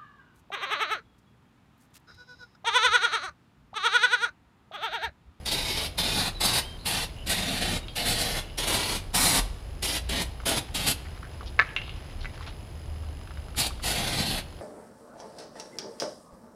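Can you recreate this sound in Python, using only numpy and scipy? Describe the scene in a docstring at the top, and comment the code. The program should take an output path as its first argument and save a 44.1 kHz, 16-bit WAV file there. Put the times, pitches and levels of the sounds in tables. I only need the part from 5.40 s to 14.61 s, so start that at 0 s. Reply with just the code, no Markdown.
"""A hissing jet is heard first: an aerosol can sprays a car brake in fourteen bursts, modelled as band-filtered noise
that follows valve and gas, with splash, whistle and the ring of hollow metal. In a pause come two cracks and small
knocks (damped modes), scrapes and rustle (modulated noise), with decaying-noise echoes from wheel arch and house fronts.
Behind lie gliding bird notes, far engines, a trilling insect, town noise and the camera's whine and ticking."""
import sys
import numpy as np
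from scipy import signal
from scipy.fft import rfft, irfft
from scipy.io import wavfile
from scipy.ndimage import uniform_filter1d

SR = 44100
rng = np.random.default_rng(int(sys.argv[2]) if len(sys.argv) > 2 else 0)


def unload_wav(signal):
    """Save mono or channel-first audio to the path in sys.argv[1] as 16-bit WAV at rate SR, clipped to [-1, 1]."""
    wavfile.write(
        sys.argv[1],
        SR,
        np.round(np.clip(np.atleast_2d(signal).T, -1, 1) * 32767).astype(np.int16),
    )


def field_ratio(decibels):
    """Amplitude ratio for a level in dB (20 dB per decade); scalars and array-likes work."""
    return 10 ** (np.asarray(decibels, dtype=float) / 20)


N = 406161
T = np.arange(N) / SR
HZ = np.fft.rfftfreq(N, 1 / SR)

# Presses of the valve: [fully open t/s, released t/s, relative jet level/dB, opening time/s]
VALVE_PRESSES = [(0.061, 0.467, -32.5, 0.0073), (0.586, 0.882, -30.5, 0.017), (1.01, 1.196, -30, 0.014),
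                 (1.461, 1.646, -32, 0.019), (1.875, 2.374, -32.5, 0.02), (2.563, 2.997, -31.5, 0.014),
                 (3.186, 3.572, -30.5, 0.017), (3.748, 3.995, -31, 0.021), (4.43, 4.58, -29.5, 0.012),
                 (4.695, 4.82, -32, 0.0098), (5.06, 5.184, -32, 0.0094), (5.35, 5.516, -32.5, 0.013),
                 (8.182, 8.265, -32, 0.03), (8.447, 8.993, -32, 0.034)]
# What each press lands on: [splash re jet level/dB, ring of the hollow f/Hz, bass re splash level/dB,
# whistle of the jet f/Hz, whistle boost level/dB]
SPRAY_TARGETS = [(-7.5, 830, -3.5, 4380, 3.5), (-5, 840, -3, 4300, 4.5), (-5, 860, -2, 4400, 6.5),
                 (-6.5, 880, -2.5, 3800, 1.5), (-6.5, 620, 2.5, 4000, 0.5), (-7, 640, 0, 4200, -1),
                 (-7, 850, 2, 9400, 0.5), (-4.5, 920, -1.5, 5000, 1), (-9.5, 760, 0.5, 3900, 1.5),
                 (-6, 680, 4, 3640, 2.5), (-3, 760, -2, 4200, 2), (-7.5, 860, 1.5, 3040, 2.5),
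                 (-6.5, 840, 0.5, 4700, -1.5), (-6, 700, 1.5, 3870, 1.5)]
# Gulps of propellant gas through the nozzle: [t/s, held t/s, rise of the treble level/dB]
GAS_GULPS = [(.12, .01, 8), (1.04, 0.02, 8.5), (1.14, 0.044, 8), (1.469, 0.016, 10), (1.9, 0.0084, 14),
             (2.66, .07, 10), (2.79, 0.026, 9), (3.278, 0.0094, 10), (3.33, 0.024, 8.5), (3.748, 0.14, 13),
             (3.891, 0.089, 11), (4.44, 0.0085, 7.5), (4.82, 0.013, 9.5), (5.068, 0.027, 12),
             (5.17, 0.026, 6), (5.472, 0.045, 11.5), (8.189, 0.02, 11), (8.27, 0.012, 11.5),
             (8.455, 0.067, 8)]
# Spectrum of the jet noise: [f/Hz, relative spectral level/dB]
SPRAY_SPECTRUM = [(60, -36), (90, -2), (170, -1.5), (434, -8), (800, -9.5), (1330, -12.5), (2100, -7.5),
                  (3900, -5), (5150, -8), (5900, -12), (8300, -7), (10100, -3.5), (12800, -13.5),
                  (15150, -19), (15600, -36)]
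# Ranges of splash, jet and nozzle treble, one a row: [lower f/Hz, upper f/Hz]
SPRAY_ZONES = [(150, 1200), (2500, 5500), (7500, 13000)]
# Cracks, their echoes and small knocks: [t/s, relative level/dB, ring f/Hz]
BLOWS = [(2.483, -21, 3300), (5.002, -25, 1300), (5.035, -29, 900), (6.009, -24, 1200), (6.03, -25, 840),
         (6.1917, -2, 1840), (6.1963, 1.5, 1750), (6.214, -11, 1800), (6.222, -13, 1800),
         (6.249, -25, 1820), (6.364, -9, 2800), (6.384, -21, 2700), (6.417, -21, 2800), (6.48, -29, 1000),
         (6.494, -22, 2900), (6.84, -30, 4000), (6.846, -23, 1560), (6.8565, -19, 1980), (6.977, -27, 1560),
         (7.009, -24, 1100), (7.066, -27, 3900), (7.088, -32, 2900), (7.813, -33, 1100), (7.874, -29, 1400),
         (7.908, -28, 1400), (7.973, -28, 1500), (8.084, -33, 1300), (8.148, -29, 1350), (8.307, -25, 1200),
         (8.399, -28, 1400)]
# Modes of thin metal: [ratio to the ring frequency, relative level/dB]
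METAL_MODES = [(.76, -13), (.955, -4), (1, 0), (1.13, -10), (1.24, -15)]
# Scrapes and brushes of hand, can and cloth: [t/s, decay t/s, noise level before the envelope/dB, centre f/Hz]
FRICTION = [(5.648, .03, -47, 1700), (5.828, .045, -46, 1500), (6.06, .035, -47, 3800),
            (6.283, .03, -48, 2600), (6.808, .03, -47, 3700), (6.43, .14, -49, 2900),
            (7.07, .04, -52, 3600)]
# Cloth, shoes on grit, drips: [t/s, level/dB]
RUSTLE_LEVEL = [(4., -74), (5.6, -55.5), (6.1, -60), (7.1, -51.5), (7.25, -89), (7.9, -72)]
# Clear bird notes, one list of points a note: [t/s, f/Hz, level/dB]
BIRD_NOTES = [
    [(.94, 4000, -50), (.975, 3950, -47), (1., 3680, -50)],
    [(1.22, 2850, -47), (1.254, 3150, -45), (1.375, 3145, -50)],
    [(2.4, 3780, -55), (2.465, 3740, -54)],
    [(2.49, 4800, -57), (2.52, 4600, -59), (2.55, 3650, -57)],
]
# Hoarse chirps of a second bird, one list of points a chirp: [t/s, f/Hz, level/dB]
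HOARSE_CHIRPS = [
    [(1.385, 3700, -52), (1.41, 4100, -54), (1.45, 4200, -56)],
    [(1.76, 2900, -55), (1.85, 2950, -54)],
    [(2.43, 3000, -52), (2.457, 2870, -51)],
    [(3.03, 2900, -56), (3.17, 2900, -60)],
]
# A far car pulls away and changes gear: [t/s, firing f/Hz, level/dB]
CAR_DRONE = [
    [(3.95, 40.3, -29), (4.3, 51.35, -45), (4.7, 57.8, -37), (5.3, 59, -45), (6.3, 64, -53.5),
     (6.9, 69.1, -39.5), (7.2, 74.9, -63), (7.65, 77, -35), (8., 72.5, -47), (8.15, 59.7, -47),
     (8.6, 56, -40)],
]
# Low rumble of wind and traffic: [t/s, level/dB]
RUMBLE_LEVEL = [(0, -43), (2.35, -41.5), (3.7, -38.5), (4.1, -39), (4.4, -46), (9.21, -43.5)]
# Spectrum of the far town noise: [f/Hz, relative spectral level/dB]
TOWN_SPECTRUM = [(26, -36), (45, 2), (81, 4), (210, -13), (730, -18.5), (1310, -26.5), (2940, -30.5),
                 (4570, -33.5), (5420, -40), (8620, -46), (10500, -47), (11600, -44.5), (13700, -46),
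                 (15500, -50)]
# Thin steady tones of the electronics: [f/Hz, level/dB]
STEADY_TONES = [(13189, -80)]

GULP_RISE_S, GULP_FADE_S = 0.011, 0.029
JET_SHARE, SPLASH_SHARE = 0.46, 0.45  # share of the gas rise that reaches jet and splash
NOZZLE_DB, SPURT_DB, SPURT_S = -6.5, 7, 0.012  # treble re jet; spurt that opens each press, and its fade
SPLASH_DB_PER_S = 7.5  # over the first second of a press
CLOSE_S = 0.012
HOLLOW_DB, HOLLOW_OCT = 5, 0.65  # boost and width of the cavity ring
WHISTLE_SPLIT, WHISTLE_OCT = 1.13, 0.2  # ratio of the two bands to their centre; width of each
PATTER_START_S, PATTER_END_S, PATTER_COUNT = 5.55, 8.4, 45
PATTER_DB, PATTER_HZ = -38, 1700  # centres of the random spread
SPIT_COUNT, SPIT_S = 4, 0.07  # drops after each release, their mean delay
HUM_HZ, HUM_DB = 77, -52
TOWN_DB = -47.5  # rms above 120 Hz
TRILL_HZ = 30  # mean pulse rate of the insect
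TICK_HZ, TICK_START_S = 47.952, 0.0136
WHINE_HZ, WHINE_DB = 10655, -64.5  # level once the whine has risen


def spray():
    """Turbulent jet noise: half-octave bands follow valve and gas, sputter together and flicker alone."""
    sputter_db, flicker_db = 1.4, 0.8
    press, valve, zone_levels = controls()
    noise = coloured(SPRAY_SPECTRUM)
    zone_rms = [np.std(irfft(noise * (HZ > lo) * (HZ < hi), N)) for lo, hi in SPRAY_ZONES]
    # gains that bring each zone of the noise to its level
    splash_db, jet_db, nozzle_db = [db - 20 * np.log10(rms) for db, rms in zip(zone_levels, zone_rms)]
    gust_db = 1.43 * walk(12)  # the bass comes in gusts
    bass_db = np.array(SPRAY_TARGETS)[press, 2] + gust_db
    out = np.zeros(N)
    for hz in 62.5 * 2 ** (np.arange(17) / 2):
        # shares of splash, nozzle treble and bass in this band
        low = np.interp(np.log(hz), np.log([1200, 2500]), [1, 0])
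        high = np.interp(np.log(hz), np.log([5000, 7500]), [0, 1])
        bass = np.interp(np.log(hz), np.log([250, 500]), [1, 0])
        db = low * splash_db + high * nozzle_db + (1 - low - high) * jet_db + bass * bass_db
        out += irfft(noise * bell(hz, 0.48), N) * field_ratio(db + flicker_db * walk(14))
    out += cavity_ring(noise, press) * field_ratio(splash_db)
    out += whistle(noise, press) * field_ratio(jet_db)
    return out * valve * field_ratio(sputter_db * walk(90))


def controls():
    """Flow control: the valve gates the flow, gas lifts the treble most, and wetting metal splashes more.

    Returns the press index, the valve opening and the levels/dB of splash, jet and nozzle treble."""
    opened, released, jet, open_s = np.transpose(VALVE_PRESSES)
    press = np.clip(np.searchsorted(opened - 0.05, T) - 1, 0, None)
    since = np.maximum(T - opened[press], 0)
    opening = np.clip(1 + (T - opened[press]) / open_s[press], 0, 1) ** 2
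    closing = np.exp(-np.maximum(T - released[press], 0) / CLOSE_S)
    gas = SPURT_DB * np.exp(-since / SPURT_S)
    for s, held, db in GAS_GULPS:
        rise = np.clip(1 + (T - s) / GULP_RISE_S, 0, 1)
        fade = np.exp(-np.maximum(T - s - held, 0) / GULP_FADE_S)
        gas = np.maximum(gas, db * rise * fade)
    wet = np.array(SPRAY_TARGETS)[press, 0] + SPLASH_DB_PER_S * np.minimum(since, 1)
    rel_jet = np.array([wet + SPLASH_SHARE * gas, JET_SHARE * gas, NOZZLE_DB + gas])
    return press, opening * closing, jet[press] + rel_jet


def cavity_ring(noise, press):
    """Cavity resonance: the hollow behind each target boosts a band of the splash."""
    ring = np.zeros(N)
    for k, hz in enumerate(np.array(SPRAY_TARGETS)[:, 1]):
        ring += irfft(noise * bell(hz, HOLLOW_OCT), N) * (press == k)
    return ring * (field_ratio(HOLLOW_DB) - 1)


def whistle(noise, press):
    """Jet tone: a close pair of noise bands is raised or lowered for each target."""
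    pair = np.zeros(N)
    for k, hz in enumerate(np.array(SPRAY_TARGETS)[:, 3]):
        bands = bell(hz / WHISTLE_SPLIT, WHISTLE_OCT) + bell(hz * WHISTLE_SPLIT, WHISTLE_OCT)
        pair += irfft(noise * bands, N) * (press == k)
    return pair * (field_ratio(np.array(SPRAY_TARGETS)[press, 4]) - 1)


def hollows(x):
    """Moving resonance: narrow modes of hub, drum and springs come and go as the jet sweeps over them."""
    depth_db, width_hz, hold_s = 2.7, 90, 0.15
    hz, s, z = signal.stft(x, SR, nperseg=1024)
    field = rng.standard_normal(z.shape)
    for axis, size in enumerate([width_hz / hz[1], hold_s / s[1]]):
        for _ in range(2):
            field = uniform_filter1d(field, int(size), axis=axis)
    depth = depth_db * np.clip(hz / 1500, 0, 1)[:, None]  # shallower in the bass
    return signal.istft(z * field_ratio(depth * field / field.std()), SR, nperseg=1024)[1][:N]


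def wheel_arch(jet):
    """Early reverberation: the arch answers in another colour as the can moves from side to side."""
    side = 1.56 * walk(1.98)
    return field_ratio(-10.0) * (tail(jet * np.cos(side), 0.13, 14700) + tail(jet * np.sin(side), 0.22, 17000))


def knocks():
    """Impact and modal decay: a short snap with overtone, rattle, detuned metal modes and contact scrape."""
    width, rattle_db, rattle_t60 = 0.36, -19, 0.05  # relative bandwidth; decay/s at 2000 Hz
    ring_db, ring_t60, detune, overtone = -16, 0.075, 0.01, 0.15
    scrape_db, scrape_t60, growth = -27, 0.03, 0.7  # growth: scrape dB per blow dB
    rows = BLOWS + patter()
    out = np.zeros(N + SR)
    t = np.arange(SR // 5) / SR
    contact = signal.butter(2, [600, 4200], "band", fs=SR, output="sos")
    for (s, db, hz), noise in zip(rows, rng.standard_normal((len(rows), 2, len(t)))):
        tone = np.sin(2 * np.pi * hz * t) + overtone * np.sin(2 * np.pi * 1.96 * hz * t)
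        snap = tone * hz * t * np.exp(1 - 2.1 * hz * t)  # about two cycles
        band = signal.butter(2, [hz * (1 - width / 2), hz * (1 + width / 2)], "band", fs=SR, output="sos")
        longer = (hz / 2000) ** 2  # thin bright parts rattle longer
        rattle = level(signal.sosfilt(band, noise[0]), rattle_db) * 1000 ** (-t / (rattle_t60 * longer))
        modes = np.zeros(len(t))
        for (ratio, mode_db), error in zip(METAL_MODES, noise[1]):
            modes += field_ratio(mode_db) * np.sin(2 * np.pi * hz * ratio * (1 + detune * error) * t)
        rattle += field_ratio(ring_db) * modes * 1000 ** (-t / (ring_t60 * longer))
        rattle *= field_ratio(min(db + 16, 0))  # light taps stay dry
        # the scrape grows less than the snap with a harder blow
        scrape = level(signal.sosfilt(contact, noise[1]), scrape_db + growth * db) * 1000 ** (-t / scrape_t60)
        start = int(s * SR)
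        out[start:start + len(t)] += field_ratio(db) * (snap + rattle) + scrape
    return signal.sosfilt(signal.butter(2, [450, 5000], "band", fs=SR, output="sos"), out[:N])


def patter():
    """Random impacts: rows of faint knocks, grit and drips in the pause and drops shed after each press."""
    u = rng.random((PATTER_COUNT + SPIT_COUNT * len(VALVE_PRESSES), 3))
    grit_s = PATTER_START_S + (PATTER_END_S - PATTER_START_S) * u[:PATTER_COUNT, 0]
    delay_s = -SPIT_S * np.log(1 - u[PATTER_COUNT:, 0])
    drop_s = np.repeat(np.array(VALVE_PRESSES)[:, 1], SPIT_COUNT) + delay_s
    times = np.r_[grit_s, np.minimum(drop_s, T[-1])]
    return [(s, PATTER_DB + 12 * (size - 0.5), PATTER_HZ * 5 ** (pitch - 0.5))
            for s, (_, size, pitch) in zip(times, u)]


def house_fronts(jet, hits):
    """Late reverberation: a long dull tail returns from the house fronts."""
    return tail(field_ratio(-19.5) * jet + field_ratio(-21.5) * hits, 0.64, 3500)


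def scrapes():
    """Dry friction: gritty band noise catches at once and eases off."""
    grit = rfft(rng.standard_normal(N) * field_ratio(3.5 * walk(500)))
    out = np.zeros(N)
    for s, length, db, hz in FRICTION:
        envelope = (T > s) * np.exp(-(np.maximum(T - s, 0) / length) ** 2)
        out += level(irfft(grit * bell(hz, 0.96), N), db) * envelope
    return out


def rustle():
    """Granular noise: dense scratchy grains come in uneven flurries."""
    grains = rng.standard_normal(N) * field_ratio(4 * walk(400) + 3 * walk(40))
    return level(irfft(rfft(grains) * bell(1120, 3.3), N), 0) * field_ratio(np.interp(T, *np.transpose(RUSTLE_LEVEL)))


def birds():
    """Frequency modulation: slight waver keeps one bird clear, fast deep waver makes the other hoarse."""
    return notes(BIRD_NOTES, 0.007, 0.004, 2.5, 120) + notes(HOARSE_CHIRPS, 0.012, 0.04, 5, 900)


def engines():
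    """Periodic firing: a far car glides in pitch beside the hum of a steady far machine."""
    hum = [(0, HUM_HZ, HUM_DB), (N / SR, HUM_HZ, HUM_DB)]
    return notes(CAR_DRONE + [hum], 0.1, 0.025, 2.4, 9)


def insect():
    """Amplitude modulation: narrow noise near 5 kHz and its octave swells and fades in a trill."""
    song = np.zeros(N)
    for hz, db in [(5030, -66.0), (10100, -72.5)]:  # levels before the trill
        song += level(irfft(rfft(rng.standard_normal(N)) * bell(hz, 0.093), N), db)
    return song * field_ratio(3.1 * np.sin(2 * np.pi * TRILL_HZ * T + walk(3)))


def yard():
    """Superposition of distant sources: coloured town noise and a slowly varying low rumble."""
    noise = coloured(TOWN_SPECTRUM)
    town = irfft(noise, N) / np.std(irfft(noise * (HZ > 120), N)) * field_ratio(TOWN_DB)
    low = level(irfft(rfft(rng.standard_normal(N)) * bell(33.4, 0.64), N), 0)
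    return town + low * field_ratio(np.interp(T, *np.transpose(RUMBLE_LEVEL)))


def camera():
    """Periodic excitation: a tick at twice the frame rate restarts a high whine over a steady tone."""
    since = (T - TICK_START_S) % (1 / TICK_HZ)
    whine = np.sqrt(2) * field_ratio(WHINE_DB) * np.sin(2 * np.pi * WHINE_HZ * since) * np.clip(since / 0.0029, 0, 1)
    hiss = irfft(rfft(rng.standard_normal(N) * np.exp(-since / 0.0022)) * bell(6740, 0.37), N)
    ping = np.sin(2 * np.pi * 2950 * since) * np.exp(-since / 0.00087)  # the same on every tick
    steady = sum(np.sqrt(2) * field_ratio(db) * np.sin(2 * np.pi * hz * T) for hz, db in STEADY_TONES)
    return whine + level(hiss, -70.5) + level(ping, -63.5) + steady


def notes(tables, edge, waver, throb_db, rate):
    """Frequency glide: near-sines with soft ends (edge/s), unsteady in pitch and level at rate/Hz."""
    out = np.zeros(N)
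    drift = 1 + waver * walk(rate)
    throb = field_ratio(throb_db * walk(rate))
    for s, hz, db in map(np.transpose, tables):
        gate = np.clip(np.minimum(T - s[0], s[-1] - T) / edge, 0, 1)
        phase = 2 * np.pi * np.cumsum(np.interp(T, s, hz) * drift) / SR
        out += gate * field_ratio(np.interp(T, s, db)) * np.sin(phase)
    return np.sqrt(2) * throb * out


def tail(x, t60, dull_hz):
    """Diffuse reverberation: convolution with a decaying noise of energy 1 that lacks treble."""
    t = np.arange(int(t60 * SR)) / SR
    dull = signal.lfilter(*signal.butter(1, dull_hz, fs=SR), rng.standard_normal(len(t)))
    echo = dull * 1000 ** (-t / t60)
    return signal.fftconvolve(x, echo / np.sqrt(np.sum(echo ** 2)))[:N]


def coloured(points):
    """Spectral shaping: the spectrum of a noise that follows (f/Hz, level/dB) points."""
    hz, db = np.transpose(points)
    return rfft(rng.standard_normal(N)) * field_ratio(np.interp(np.log(HZ + 1), np.log(hz), db))


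def bell(hz, octaves):
    """Band filtering: a raised cosine whose neighbours one width apart add up to 1."""
    return np.cos(np.pi / 2 * np.clip(np.log2((HZ + 1) / hz) / octaves, -1, 1)) ** 2


def walk(rate):
    """Slow random modulation: levels held 1 / rate s and slewed twice, with a spread near 1."""
    k = int(SR / rate)
    held = np.repeat(rng.standard_normal(N // k + 1), k)
    return 1.345 * uniform_filter1d(uniform_filter1d(held, k), k)[:N]


def level(x, db):
    """Root-mean-square scaling to a level/dB."""
    return x * field_ratio(db) / np.sqrt(np.mean(x ** 2))


def scene():
    """Superposition: direct sounds, their reflections and the background add at one microphone."""
    jet = field_ratio(-3.0) * hollows(spray())
    hits = knocks()
    near = jet + wheel_arch(jet) + hits + field_ratio(-11.5) * tail(hits, 0.069, 3500)
    handling = scrapes() + rustle()
    far = house_fronts(jet, hits) + birds() + engines() + insect() + yard()
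    return np.tile(near + handling + far + camera(), (2, 1))  # two equal channels


def top_cut(x):
    """Nothing passes above the cut-off."""
    return signal.sosfilt(signal.butter(12, 15670, fs=SR, output="sos"), x)


def record(dry):
    """Signal chain: the finished mix of all sources goes through a single last stage."""
    return top_cut(dry)


dry = scene()
out = record(dry)
unload_wav(out)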